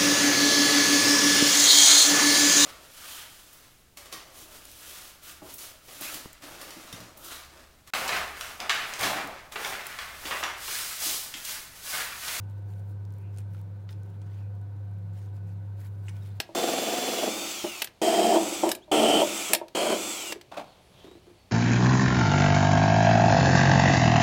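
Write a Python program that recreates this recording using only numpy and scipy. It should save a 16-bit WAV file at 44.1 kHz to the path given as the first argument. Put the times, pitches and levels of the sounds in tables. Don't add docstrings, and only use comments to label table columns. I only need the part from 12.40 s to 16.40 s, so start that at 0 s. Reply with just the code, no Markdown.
import sys
import numpy as np
from scipy import signal
from scipy.fft import rfft, irfft
from scipy.io import wavfile
from scipy.ndimage import uniform_filter1d

SR = 44100
rng = np.random.default_rng(int(sys.argv[2]) if len(sys.argv) > 2 else 0)


def master(y):
    cut = np.clip(np.atleast_2d(y).T, -1, 1)
    pcm = np.round(cut * 32767)
    wavfile.write(sys.argv[1], SR, pcm.astype(np.int16))


N = 176400
TIME_S = np.arange(N) / SR
FREQS_HZ = np.maximum(np.arange(N // 2 + 1) * SR / N, 1)


def from_db(db):
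    return 10 ** (np.asarray(db) / 20)


def unit_rms(x):
    return x / np.sqrt(np.mean(x ** 2) + 1e-20)


def colour(x, spectrum):
    hz, db = np.transpose(spectrum)
    gain = from_db(np.interp(np.log(FREQS_HZ), np.log(hz), db))
    return irfft(rfft(x) * gain * np.sqrt(SR / 2), N)


def narrow_noise(hz, width_hz):
    rolloff = 1 + (2 * (FREQS_HZ - hz) / width_hz) ** 2
    return unit_rms(irfft(rfft(rng.standard_normal(N)) / rolloff, N))


def band(x, low_hz, high_hz, order=2):
    high_hz = min(high_hz, .47 * SR)
    sos = signal.butter(order, [min(low_hz, high_hz / 1.1), high_hz], "band", fs=SR, output="sos")
    return signal.sosfilt(sos, x)


def bell(hz, centre_hz, octaves):
    return 1 / (1 + (np.log2(hz / centre_hz) / octaves) ** 2)


def add(out, start_s, x):
    i = int(np.clip(start_s * SR, 0, N - 1))
    out[i:i + len(x)] += x[:N - i]


def crack(t60_s, ring_gain):
    t = TIME_S[:SR // 10]
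    x = ring_gain * rng.standard_normal(len(t)) * from_db(-60 * t / t60_s)
    x[0] = 1
    return x


# time in seconds, level of the hum in dB.
HUM_LEVELS = [(0, -36), (.2, -35.5), (.63, -35.5), (.76, -38), (.95, -35.5), (1.12, -36), (1.42, -39),
              (1.6, -36), (1.7, -39), (1.82, -37.5), (2.06, -35.5), (2.3, -36), (2.72, -35.5), (2.85, -37),
              (2.95, -35.5), (3.6, -36.5), (3.69, -35), (4, -37.5)]
# time in seconds, level of the low drone in dB.
DRONE_LEVELS = [(0, -57.5), (.55, -58.5), (.8, -53.5), (.95, -62), (1.12, -52), (1.4, -61), (1.62, -49.5),
                (1.9, -55.5), (2.35, -60.5), (2.72, -47), (2.9, -55.5), (3.13, -52), (3.35, -55), (4, -65)]
# centre in Hz, width in Hz, level in dB.
CASING_TONES = [(146, 6.5, -66), (199.4, 27, -62.5), (308, 36, -66.5), (394.3, 7.7, -69),
                (509.6, 56, -66.5), (552, 11, -73), (711, 10, -73), (740, 16, -76.5), (888.3, 14, -74.5),
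                (962, 83, -73), (1486, 13, -76.5), (1530, 106, -75.5), (3070, 24, -95.5)]
# frequency in Hz, density in dB per Hz.
AIR_SPECTRUM = [(25, -97), (50, -92), (75, -80.5), (115, -69), (150, -77), (190, -85), (250, -88),
                (340, -86), (450, -90.5), (630, -93.5), (800, -93.5), (1000, -97.5), (1150, -99.5),
                (1350, -99.5), (1800, -106), (2400, -108), (3200, -113.5), (4000, -111.5), (5000, -117.5),
                (8000, -121.5), (12000, -123.5), (16000, -122.5)]


def appliance(hum_hz=100.07, drone_hz=168.9, wander_hz=3.37):
    hum_db = np.interp(TIME_S, *np.transpose(HUM_LEVELS)) + .23 * narrow_noise(0, 7.3)
    hum = from_db(hum_db) * np.sqrt(2) * np.sin(2 * np.pi * hum_hz * TIME_S)
    drone_db = np.interp(TIME_S, *np.transpose(DRONE_LEVELS)) + 3 * narrow_noise(0, 10)
    pitch_hz = drone_hz + wander_hz * narrow_noise(0, 15.9)
    drone = from_db(drone_db) * np.sqrt(2) * np.sin(2 * np.pi * np.cumsum(pitch_hz) / SR)
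    casing = sum(from_db(db) * narrow_noise(hz, width_hz) for hz, width_hz, db in CASING_TONES)
    air = colour(rng.standard_normal(N), AIR_SPECTRUM)
    return hum + drone + casing + air


def kitchen_reverb(x, t60_s=.38, level_db=-16.5, delay_s=.0055):
    t = TIME_S[:SR // 2]
    decay = from_db(-60 * t / t60_s) * (t > delay_s)
    tail = band(rng.standard_normal(len(t)), 300, 10000, order=1) * decay
    tail /= np.sqrt(np.sum(tail ** 2))
    return from_db(level_db) * signal.fftconvolve(x, tail)[:N]


# middle in seconds, length in seconds, level in dB, centre in Hz.
SPOON_SQUEAKS = [(.825, .08, -73.5, 2320), (0.864, 0.062, -69.5, 2580), (2.045, 0.1, -76, 2460),
                 (3.08, 0.11, -78, 2440)]


def spoon_squeaks(width_hz=390):
    out = np.zeros(N)
    for middle_s, length_s, db, hz in SPOON_SQUEAKS:
        swell = np.exp(-2 * ((TIME_S - middle_s) / length_s) ** 2)
        out += from_db(db) * swell * narrow_noise(hz, width_hz)
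    return out


# frequency in Hz, relative level in dB, T60 in seconds.
SPOON_PLATE_MODES = [(1380, 2, 0.023), (1850, -4, 0.11), (2250, -4, 0.064), (3000, 6, 0.046),
                     (3700, -1, 0.026), (4500, -9, 0.02), (5200, -3, 0.032), (5450, -9, 0.036),
                     (5916, -10, 0.074), (7600, -4.5, 0.025), (8200, 0.5, 0.021), (8800, -18, 0.015),
                     (9600, 1.5, 0.022)]
# start in seconds, click gain in dB, its low and high edges in Hz, ring gain in dB,
# frequency favoured by the struck spot in Hz.
CUTLERY_TAPS = [(0.9845, -27.5, 4580, 12500, -50, 8400), (0.9855, -29.5, 750, 4140, -62, 2600),
                (1.1478, -34.5, 1150, 4500, -52, 1400), (1.4912, -21, 1150, 4800, -49, 3670),
                (1.492, -28, 1110, 2000, -53, 1600), (1.506, -35, 2500, 6000, -55, 5200),
                (1.528, -29.5, 2400, 5500, -55, 5000), (1.5278, -41, 7500, 10400, -61, 8650),
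                (1.817, -35, 1800, 8600, -62, 6560), (3.683, -15, 1500, 2820, -43, 2200),
                (3.685, -25, 5500, 8400, -47, 7500), (3.689, -20, 650, 3020, -49, 2410),
                (3.692, -27.5, 4500, 8060, -47, 6000), (3.695, -23.5, 900, 2980, -53, 2000),
                (3.694, -37, 8000, 11000, -50, 10000)]


def cutlery_taps():
    out = np.zeros(N)
    t = TIME_S[:SR // 5]
    for start_s, click_db, low_hz, high_hz, ring_db, spot_hz in CUTLERY_TAPS:
        click = band(crack(t60_s=.036, ring_gain=.09), low_hz, high_hz, order=3)
        add(out, start_s, from_db(click_db) * click)
        for hz, mode_db, t60_s in SPOON_PLATE_MODES:
            gain = from_db(ring_db + mode_db) * bell(hz, spot_hz, octaves=.34) ** 2
            ring = np.sin(2 * np.pi * hz * t) * from_db(-60 * t / t60_s)
            add(out, start_s, gain * rng.choice([-1, 1]) * ring)
    return out


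def paste_snap(hz, edge_ratio=1.48):
    return band(crack(t60_s=.014, ring_gain=.08), hz / edge_ratio, hz * edge_ratio, order=1)


# start in seconds, relative level in dB, centre in Hz.
PASTE_TICKS = [(.099, -49, 8630), (0.111, -53, 11000), (0.291, -58, 5000), (0.337, -45, 3100),
               (.3745, -59, 7000), (.396, -51, 9000), (0.6522, -43.5, 5450), (0.706, -47, 5000),
               (0.7242, -48.5, 11000), (.739, -47, 7000), (0.785, -46, 13000), (0.9638, -45, 6000),
               (0.9741, -38, 5500), (1.005, -46, 9000), (1.169, -43, 2400), (1.191, -53, 4500),
               (1.2145, -45, 13000), (1.502, -49, 13000), (1.5095, -42, 12000), (1.522, -48, 9000),
               (1.6336, -46, 8000), (1.662, -55, 11000), (1.701, -53, 13000), (2.152, -55, 14000),
               (2.215, -52, 8000), (2.366, -52, 4000), (2.513, -56, 10000), (2.5855, -55, 11000),
               (2.9664, -48, 5000), (3.135, -56, 12000), (3.406, -43, 13000), (3.448, -48, 10100),
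               (3.7671, -41, 3500), (3.876, -50, 7000)]


def sticky_ticks(gain_db=8.5, strays_per_s=12, stray_db=-70, stray_hz=9000):
    out = np.zeros(N)
    for start_s, db, hz in PASTE_TICKS:
        add(out, start_s, from_db(gain_db + db) * paste_snap(hz))
    strays = (rng.random(N) < strays_per_s / SR) * from_db(stray_db + rng.uniform(-2, 3.7, N))
    return out + signal.fftconvolve(strays, paste_snap(stray_hz))[:N]


def paste_grains(grains_per_s=4500, spread_db=2.5, bands=8):
    edges_hz = np.geomspace(1178, 16400, bands + 1)
    out = np.zeros(N)
    for low_hz, high_hz in zip(edges_hz, edges_hz[1:]):
        sizes = from_db(spread_db * np.minimum(rng.exponential(1, N), 5)) * rng.choice([-1, 1], N)
        onsets = rng.random(N) < grains_per_s / SR / bands
        out += band(sizes * onsets, low_hz, high_hz)
    return unit_rms(out)


# frequency in Hz, base density in dB per Hz.
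FRICTION_SPECTRUM = [(400, -106), (1000, -102), (1700, -101.5), (2600, -104), (3800, -106), (5200, -110),
                     (8500, -110.5), (12000, -112.5), (15500, -111)]


def paste_friction(grain_share=.37, flutter_db=2):
    rub = np.sqrt(grain_share) * paste_grains() + np.sqrt(1 - grain_share) * rng.standard_normal(N)
    return colour(rub, FRICTION_SPECTRUM) * from_db(flutter_db * narrow_noise(0, 53))


# start in seconds, length in seconds, gain in dB, tilt in dB per octave,
# squelch resonance in Hz at the start and at the end.
SPOON_STROKES = [(-0, 0.24, -19, -1, 2900, 2400), (0.275, 0.14, -7.5, 2, 6500, 9200),
                 (0.456, .07, -13.5, 6, 9000, 10500), (0.693, 0.15, -16, 2, 11000, 10500),
                 (0.943, 0.071, -4.5, -0.5, 5500, 7500), (1.12, 0.091, -5.5, 1, 11000, 10500),
                 (1.498, 0.039, 1, -2, 5200, 5300), (1.574, 0.26, -17.5, -2.5, 11000, 10000),
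                 (1.834, 0.2, -7, -4, 4770, 4280), (2.745, 0.12, -3, 0, 7540, 5900),
                 (2.86, 0.045, -14, -7, 9000, 8500), (2.946, 0.039, -6, .7, 7900, 7400),
                 (3.084, 0.031, -8, 0.5, 7000, 8000), (3.373, 0.11, -1, -0.5, 10700, 11300),
                 (3.475, 0.15, -14, 2, 10500, 11000), (3.635, 0.054, -3, 0.5, 9200, 6500),
                 (3.664, 0.13, -3.5, 0, 1900, 2500), (3.813, 0.096, -0.5, 0, 3800, 3500),
                 (3.907, 0.084, -6.5, -.5, 3700, 3300)]


def spoon_smear(attack_s=.059, release_s=.034, resting_db=-14, squelch_octaves=.067, pockets_db=1.9):
    hz, t, frames = signal.stft(paste_friction(), SR, nperseg=512, noverlap=384)
    hz = np.maximum(hz, 1)[:, None]
    tilt_octaves = np.log2(np.maximum(hz, 1500) / 5000)
    gain = np.full(frames.shape, from_db(resting_db))
    for start_s, length_s, db, tilt_db, from_hz, to_hz in SPOON_STROKES:
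        rise = np.clip((t - start_s) / attack_s + .5, 0, 1)
        fall = np.clip((start_s + length_s - t) / release_s + .5, 0, 1)
        gap_hz = np.interp(t, [start_s, start_s + length_s], [from_hz, to_hz])
        squelch_db = 7 * bell(hz, gap_hz, squelch_octaves) + 2.5 * bell(hz, 1.34 * gap_hz, squelch_octaves)
        gain += rise * fall * from_db(db + tilt_db * tilt_octaves + squelch_db)
    pockets = uniform_filter1d(rng.standard_normal(frames.shape), size=5, axis=0)
    pockets = uniform_filter1d(pockets, size=14, axis=1)
    gain *= from_db(pockets_db * unit_rms(pockets))
    return signal.istft(frames * gain, SR, nperseg=512, noverlap=384)[1][:N]


def scene():
    contacts = sticky_ticks() + cutlery_taps()
    return (spoon_smear() + spoon_squeaks() + contacts + kitchen_reverb(contacts) + appliance())[None]


def record(dry):
    cutoff_hz = 15800
    return signal.sosfilt(signal.ellip(12, .1, 80, cutoff_hz, fs=SR, output="sos"), dry)


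dry = scene()
out = record(dry)
master(out)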